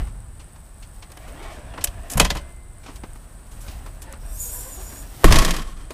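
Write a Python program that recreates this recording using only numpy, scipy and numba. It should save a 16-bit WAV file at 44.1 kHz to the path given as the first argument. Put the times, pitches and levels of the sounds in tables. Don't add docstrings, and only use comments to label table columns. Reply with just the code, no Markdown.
import sys
import numpy as np
from scipy import signal
from scipy.fft import rfft, irfft
from scipy.io import wavfile
from scipy.ndimage import uniform_filter1d
from numba import njit

SR = 44100
rng = np.random.default_rng(int(sys.argv[2]) if len(sys.argv) > 2 else 0)


def generate_wav(signal):
    frames = np.transpose(np.atleast_2d(signal))
    scaled = np.clip(frames, -1, 1) * 32767
    pcm = np.round(scaled).astype(np.int16)
    wavfile.write(sys.argv[1], SR, pcm)


N = 261513

# start_s, level_db
RUMBLE_SWELL = [(0, -23.5), (.16, -36.5), (.68, -40), (1.39, -40.5), (1.97, -33), (2.08, -43), (2.35, -40),
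                (3.34, -40.5), (3.9, -35.5), (4.3, -35), (4.66, -38.5), (5.2, -40.5)]
# pitch_hz, relative_db (per Hz)
TRAFFIC_SPECTRUM = [(14, -32), (24, 2.5), (44, 2), (160, -15.5), (314, -26.5), (360, -26.5), (401, -29.5),
                    (727, -26.5), (1780, -33.5), (1930, -38), (2150, -37.5), (2330, -40), (6700, -49),
                    (8780, -31.5), (15500, -65.5)]
TRAFFIC_DB = -50
# pitch_hz, level_db (rms)
CAMERA_WHINES = [(7865, -65), (11999, -81), (14987, -79)]
# pitch_hz, width_hz, relative_db
MIC_CAVITY = [(8270, 570, 5.5), (8890, 3500, -3.5)]
TICK_HZ = 100
TOP_HZ = 15300

# start_s, scrape_db, swish_db
RUB_LEVELS = [(0, -38.5, -50), (.12, -66, -67), (.95, -62, -58.5), (1.1, -56, -60), (1.35, -43.5, -57),
              (1.68, -45.5, -67), (2.06, -46.5, -55), (2.16, -38.5, -49), (2.45, -50, -62.5),
              (2.66, -66, -67), (3.1, -55.5, -56), (3.42, -65, -63), (3.7, -46, -51.5), (3.9, -52.5, -57),
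              (4.14, -51.5, -64), (4.45, -53.5, -48), (4.86, -48, -48), (5.16, -52.5, -49),
              (5.23, -42, -44)]
# pitch_hz, width_hz, relative_db
CUSHION_BODY = [(260, 114, 4), (666, 78, 5.5), (1018, 290, -3.5), (1714, 167, -2), (2490, 680, -10.5)]

# start_s, clack_db, hollow_db, sizzle_db, clack_t60_s
SHUFFLE_KNOCKS = [(0.0678, -53, 8.5, -14, 0.16), (0.3947, -49, 0, -7, 0.16), (0.559, -54.5, 6, -7, 0.057),
                  (0.8242, -45, -12, -9, 0.11), (2.83, -52, 3.5, -9, 0.27), (2.86, -46, 7, -18, 0.11),
                  (2.88, -56.5, 14, -9, 0.28), (2.9579, -46, -7, 1, 0.068), (3.0355, -48, 17.5, -10, 0.058),
                  (3.156, -58, 13, 6, 0.061), (3.5107, -57, 6.5, 7.5, 0.23), (3.6037, -53.5, -9, 8, 0.29),
                  (3.6775, -44, -3, -15, 0.24), (3.8591, -50.5, 12, -1, .12), (4.018, -46, -3, 6.5, 0.11),
                  (4.1256, -50.5, 11, 18, .015), (4.134, -48.5, 11, -10, 0.061),
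                  (4.922, -51.5, 12, 1, 0.092), (5.9049, -41, 10.5, -2.5, 0.068)]
SEAT_KNOCKS = [(1.0224, -42, -2.5, -21, 0.068), (1.099, -52.5, 6, -10, 0.046), (1.1172, -45.5, -10, 0, .04),
               (1.1713, -44, 4, 0, 0.032), (1.2729, -53, 9, 1, 0.15), (1.4199, -49, 2, -5, 0.18),
               (1.5001, -51, -20, -7, 0.41), (1.7366, -54.5, 20.5, -13, .04),
               (1.7748, -49.5, 19.5, -6, .07), (1.807, -38.5, -8, -13, 0.11),
               (1.8402, -24.5, -9, 12.5, 0.037), (1.8713, -28, -12.5, -11, 0.034),
               (2.098, -40, -9.5, 10, 0.067), (2.112, -47, -16.5, 14, 0.14),
               (2.1346, -31.5, -22.5, 1, 0.018), (2.1722, -32.5, 12, 9.5, 0.06),
               (2.1972, -7, 0.5, -5.5, 0.039), (2.212, -28, 1, -5, 0.085), (2.2465, -21.5, -1, -9, 0.06),
               (2.3007, -21, -2, -13, 0.062), (2.3489, -42, 13, -2, 0.085), (2.3675, -35, -10, -8, 0.062)]
GATE_KNOCKS = [(5.234, -47, 22.5, -9, 0.052), (5.2426, -14.5, 14.5, -1, .02), (5.249, -25, 5, 4, 0.029),
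               (5.276, -31, 13, -5, 0.093), (5.3056, -26.5, 8, -4, 0.16), (5.342, -23.5, 2, -13, 0.044),
               (5.357, -20.5, -14, -22, 0.051)]
SHUFFLE_RISE, SEAT_RISE, GATE_RISE = 0.036, 0.077, .045

# pitch_hz, width_hz, relative_db
SEAT_RESONANCES = [(109.5, 17, -7.5), (143, 59, 8.5), (180.6, 22, 8.5), (221.3, 12, 6), (302, 40, -0.5),
                   (426, 100, 5), (571.5, 18, 7), (626, 42, 4), (1040, 71, -2), (2000, 32, 4),
                   (2546, 27, 2), (3053, 130, 9), (4810, 67, -24.5)]
GATE_RESONANCES = [(135, 32, 10), (175, 9.5, 15.5), (450, 610, -11), (220, 29, 11.5), (279, 12, 9),
                   (319, 32, 11), (648, 46, -2), (890, 50, -33), (1092, 61, 5.5), (1380, 87, 3.5),
                   (1850, 220, -5.5), (2450, 43, 3), (3170, 200, -5), (3380, 39, -15), (4100, 170, -23)]
# start_s, strength_db, contact_s
SEAT_PUSHES = [(2.156, 2, 0.00099), (2.181, -10, 0.0031), (2.2, 0, 0.0037), (2.228, 0, 0.0052),
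               (2.296, -15.5, 0.0043), (2.347, -8.5, 0.0053)]
GATE_PUSHES = [(5.241, -1.5, 0.0018), (5.28, -1.5, 0.0051), (5.303, 1.3, 0.0034), (5.314, 2.5, 0.0043),
               (5.343, -6.5, 0.0083), (5.379, -2.5, 0.0043), (5.416, -12.5, 0.0072)]
# pitch_hz, relative_db, t60_s, first_swing (1 toward the microphone, -1 away)
SEAT_MODES = [(23.6, -27, 1, 1), (41.1, -17.5, 0.23, -1), (63.24, -28, 1, -1), (115, -19.5, 0.12, -1),
              (159, -25, 0.17, 1), (181, -24.5, 0.23, -1), (229, -28, 0.17, 1)]
GATE_MODES = [(17.1, -1.5, 0.33, -1), (23.63, -2.5, 0.94, 1), (36.1, -3, 1.1, 1), (43.26, -25.5, 1.54, 1),
              (70.7, -24.5, 1.66, -1), (114.6, -13.5, 0.22, -1), (194.7, -27, 0.52, 1), (1070, -32, 1.0, 1)]
# pitch_hz, level_db, t60_s, first_swing (1 or -1)
LATCH_MODES = [(352, -55, 4.6, 1), (2073, -49, 2.2, 1), (3000, -60.5, 0.76, 1), (3290, -30, 0.36, 1)]
LATCH_S = 2.2

# start_s, length_s, first_hz, last_hz, level_db
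PIVOT_CREAKS = [(1.17, .14, 560, 826, -50), (1.32, .08, 805, 720, -57), (1.41, 0.15, 700, 650, -45.5),
                (1.685, 0.087, 1055, 960, -52), (4.015, .17, 553, 527, -49)]
# start_s, length_s, first_hz, last_hz, level_db
HINGE_CREAKS = [(4.36, 0.31, 462, 503, -52.5), (4.57, .19, 500, 533, -51.5),
                (4.765, 0.083, 376, 373, -46.5), (4.84, .11, 530, 596, -59)]
# pitch_multiple, width_hz, relative_db
PIVOT_STRANDS = [(1, 50., 0), (1.62, 70., -3), (2.75, 120., -5), (3.3, 140., -6)]
HINGE_WHINE_STRANDS = [(1, 25., 0), (2, 35., -3), (3, 50., -9)]

# start_s, hiss_db, whistle_hz, whistle_db
STRUT_GAS = [(4.22, -68, 5540, -76), (4.33, -44.5, 5800, -55), (4.372, -41.5, 6300, -50),
             (4.404, -36.5, 6950, -30), (4.47, -34.5, 6680, -38), (4.57, -35, 7140, -44),
             (4.67, -43.5, 7230, -47.5), (4.8, -47, 6900, -48), (5.025, -47.5, 6950, -49),
             (5.05, -56, 6900, -72), (5.2, -64, 6900, -79)]
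# pitch_hz, width_hz, relative_db
STRUT_TUBE = [(7450, 400, -2), (9710, 180, 0), (10400, 200, 0), (11300, 200, 0), (12300, 180, 2),
              (13400, 400, 1), (14400, 400, -4)]
# pitch_hz, filter_width_hz, level_db (at the loudest hiss), follow_share
STRUT_WHISTLES = [(8400, 380., -38, .95), (5650, 130., -53, .4), (4950, 120., -60, .4),
                  (3550, 160., -64, .3)]

SLAM_S = 5.24
RATTLE_S, SWING_S, QUICKENS = 5.3225, .0632, .968
RATTLE_COUNT = 7
# swing_share, clack_db, hollow_db, sizzle_db, clack_t60_s
TRIM_HITS = [(0, -13, -13, -7, 0.052), (.52, -23, 3.5, -7, 0.13)]
RATTLE_FADE_DB, BUZZ_FADE_DB, FADE_S, FADE_POWER = 37, 26, .43, 3.08
BUZZ_DB, BUZZ_HOLLOW_DB, BUZZ_SIZZLE_DB = -32, 6, -6
LINGER_DB, LINGER_T60_S = -45, 2.76


def undb(db):
    return 10 ** (np.asarray(db) / 20)


def unit(x):
    return x / np.sqrt(np.mean(x ** 2))


def curve(table):
    s, *columns = np.transpose(table)
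    t = np.arange(N) / SR
    return [np.interp(t, s, column) for column in columns]


def inside(table, fade_s=.03):
    t = np.arange(N) / SR
    margin_s = np.minimum(t - table[0][0], table[-1][0] - t)
    return np.clip(margin_s / fade_s + 1, 0, 1)


@njit
def svf(x, hz, width):
    y, b, l = np.empty(len(x)), 0., 0.
    for i in range(len(x)):
        g, k = np.tan(np.pi * hz[i] / SR), width / hz[i]
        v = (b + g * (x[i] - l)) / (1 + g * (g + k))
        b, l, y[i] = 2 * v - b, l + 2 * g * v, k * v
    return y


def band(x, lo_hz, hi_hz):
    return signal.sosfilt(signal.butter(2, [lo_hz, hi_hz], "band", fs=SR, output="sos"), x)


def ring(x, modes):
    out = 0
    for hz, db, t60, side in modes:
        pole = np.exp(2j * np.pi * hz / SR - np.log(1000) / (t60 * SR))
        swing = signal.lfilter([1], [1, -pole], x).imag
        out = out + np.sign(side) * undb(db) * swing
    return out


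def resonate(x, peaks, waver=0.):
    drift = np.ones(N) + waver
    out = 0
    for k, (hz, width_hz, db) in enumerate(peaks):
        out = out + (-1) ** k * undb(db) * svf(x, hz * drift, 1. * width_hz)
    return out


def walk(rate):
    hold = int(SR / rate)
    steps = np.repeat(rng.standard_normal(N // hold + 1), hold)
    slewed = uniform_filter1d(uniform_filter1d(steps, hold), hold)
    return 1.42 * slewed[:N]


def grit():
    sizes = undb(3 * np.minimum(rng.exponential(size=N), 6))
    return unit(rng.standard_normal(N) * sizes)


def three_parts(hollow, clack, sizzle, body, ring_share):
    def coloured(x):
        return x + ring_share * resonate(x, body)

    out = sizzle * unit(band(grit(), 6100, 12270))
    for envelope, lo_hz, hi_hz in ((hollow, 120, 1600), (clack, 1400, 6200)):
        contacts = grit()
        part = band(coloured(envelope * contacts), lo_hz, hi_hz)
        steady = band(coloured(contacts), lo_hz, hi_hz)
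        out = out + part / np.std(steady)
    return out


def knocks(table, body, rise_share, hollow_lasts, tail_db, tail_lasts):
    t = np.arange(SR // 2) / SR
    envelopes = np.zeros((3, N + SR))
    for s, db, hollow_db, sizzle_db, t60 in table:
        rise_s = rise_share * t60
        rise = np.sqrt(np.minimum(t / rise_s, 1))
        after = np.maximum(t - rise_s, 0) / t60
        parts = zip(envelopes, (hollow_db, 0, sizzle_db), (hollow_lasts, 1, .8))
        for envelope, rel_db, lasts in parts:
            fall = undb(-60 * after / lasts)
            tail = undb(tail_db - 60 * after / (lasts * tail_lasts))
            envelope[int(s * SR):][:len(t)] += undb(db + rel_db) * rise * (fall + tail)
    return three_parts(*envelopes[:, :N], body, ring_share=1.09)


def boom(blows, modes):
    force = np.zeros(N)
    for s, db, contact_s in blows:
        push = np.hanning(int(contact_s * SR))
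        force[int(s * SR):][:len(push)] += undb(db) * push / push.sum()
    return ring(force, modes)


def street():
    hz, db = np.transpose(TRAFFIC_SPECTRUM)
    f = np.maximum(np.arange(N // 2 + 1) * SR / N, 1)
    shape = undb(np.interp(np.log(f), np.log(hz), db))
    noise = irfft(rfft(rng.standard_normal(N)) * shape, N)
    low = signal.sosfiltfilt(signal.butter(2, 140, fs=SR, output="sos"), noise)
    high = (noise - low) / np.std(band(noise, 130, 7000))
    rumble_db = curve(RUMBLE_SWELL)[0] + 1.55 * walk(6)
    traffic_db = TRAFFIC_DB + 1.2 * walk(5)
    return undb(rumble_db) * unit(low) + undb(traffic_db) * high


def camera():
    t = np.arange(N) / SR
    ticks = np.zeros(N)
    at_s = np.arange(.0035, N / SR, 1 / TICK_HZ)
    ticks[(at_s * SR).astype(int)] = undb(4.5 * rng.standard_normal(len(at_s)))
    ticks = svf(ticks, np.full(N, 8800.), 1600.)
    out = undb(-70) * unit(resonate(rng.standard_normal(N), MIC_CAVITY))
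    out = out + undb(-59.0) * unit(resonate(ticks, MIC_CAVITY))
    for hz, db in CAMERA_WHINES:
        out = out + np.sqrt(2) * undb(db) * np.sin(2 * np.pi * hz * t)
    return out


def rubbing():
    scrape = unit(resonate(grit(), CUSHION_BODY, 0.12 * walk(13))) * undb(1.5 * walk(40))
    swish = unit(band(grit(), 2000, 22000)) * undb(1.5 * walk(50))
    scrape_db, swish_db = curve(RUB_LEVELS)
    return inside(RUB_LEVELS) * (undb(scrape_db) * scrape + undb(swish_db) * swish)


def shuffle():
    return knocks(SHUFFLE_KNOCKS, CUSHION_BODY, SHUFFLE_RISE, hollow_lasts=.8, tail_db=-30, tail_lasts=3.0)


def seat():
    strike = np.zeros(N)
    strike[int(LATCH_S * SR)] = 1
    tumble = knocks(SEAT_KNOCKS, SEAT_RESONANCES, SEAT_RISE, hollow_lasts=1.31, tail_db=-35.5, tail_lasts=8.9)
    return tumble + boom(SEAT_PUSHES, SEAT_MODES) + ring(strike, LATCH_MODES)


def creaks(table, strands):
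    t = np.arange(N) / SR
    points, swell = [], 0
    for s, length, first_hz, last_hz, db in table:
        points += [(s, first_hz), (s + length, last_hz)]
        swell = swell + undb(db) * np.sin(np.pi * np.clip((t - s) / length, 0, 1))
    glide_hz = curve(points)[0]
    slips = grit() * undb(2 * walk(29.95))
    rough = sum(undb(db) * unit(svf(slips, k * glide_hz, width_hz)) for k, width_hz, db in strands)
    return swell * rough


def whistle(hz, width_hz):
    hz = hz * (1 + .007 * walk(60))
    wide = svf(rng.standard_normal(N), hz, 3.3 * width_hz)
    return undb(2 * walk(25)) * unit(svf(wide, hz, width_hz))


def struts():
    hiss_db, glide_hz, glide_db = curve(STRUT_GAS)
    tube = resonate(rng.standard_normal(N), STRUT_TUBE, .006 * walk(25))
    air = 0.4 * band(rng.standard_normal(N), 8400, 13000)
    out = undb(hiss_db + 1.7 * walk(40)) * unit(tube + air)
    swell_db = hiss_db - hiss_db.max()
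    for hz, width_hz, db, follows in STRUT_WHISTLES:
        out = out + undb(db + follows * swell_db) * whistle(hz, width_hz)
    out = out + undb(glide_db) * whistle(glide_hz, 160.0)
    return inside(STRUT_GAS) * out


def fade(s):
    return (np.maximum(s - SLAM_S, 0) / FADE_S) ** FADE_POWER


def rattles():
    rows, s = [], RATTLE_S
    for k in range(RATTLE_COUNT):
        swing_s = SWING_S * QUICKENS ** k
        for share, db, *rest in TRIM_HITS:
            hit_s = s + share * swing_s
            rows.append((hit_s, db - RATTLE_FADE_DB * fade(hit_s), *rest))
        s += swing_s
    return rows


def trim_buzz():
    t = np.arange(N) / SR
    main = undb(BUZZ_DB - BUZZ_FADE_DB * fade(t))
    linger = undb(LINGER_DB - 60 * (t - SLAM_S) / LINGER_T60_S)
    onset = np.clip((t - SLAM_S) / 0.0066, 0, 1)
    level = onset * (main + linger) * undb(2.9 * walk(60))
    hollow, sizzle = level * undb(BUZZ_HOLLOW_DB), level * undb(BUZZ_SIZZLE_DB)
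    return three_parts(hollow, level, sizzle, GATE_RESONANCES, ring_share=2.7)


def tailgate():
    hits = GATE_KNOCKS + rattles()
    slam = knocks(hits, GATE_RESONANCES, GATE_RISE, hollow_lasts=1.25, tail_db=-40, tail_lasts=2.1)
    return slam + boom(GATE_PUSHES, GATE_MODES) + trim_buzz()


def scene():
    mono = street() + camera() + rubbing() + shuffle() + seat()
    mono = mono + creaks(PIVOT_CREAKS, PIVOT_STRANDS) + struts()
    mono = mono + creaks(HINGE_CREAKS, HINGE_WHINE_STRANDS) + tailgate()
    return np.array([mono, mono])


def record(dry):
    steep = signal.ellip(10, .2, 70, TOP_HZ, fs=SR, output="sos")
    clipped = np.clip(dry, -1, 1)
    return np.clip(signal.sosfilt(steep, clipped), -1, 1)


dry = scene()
out = record(dry)
generate_wav(out)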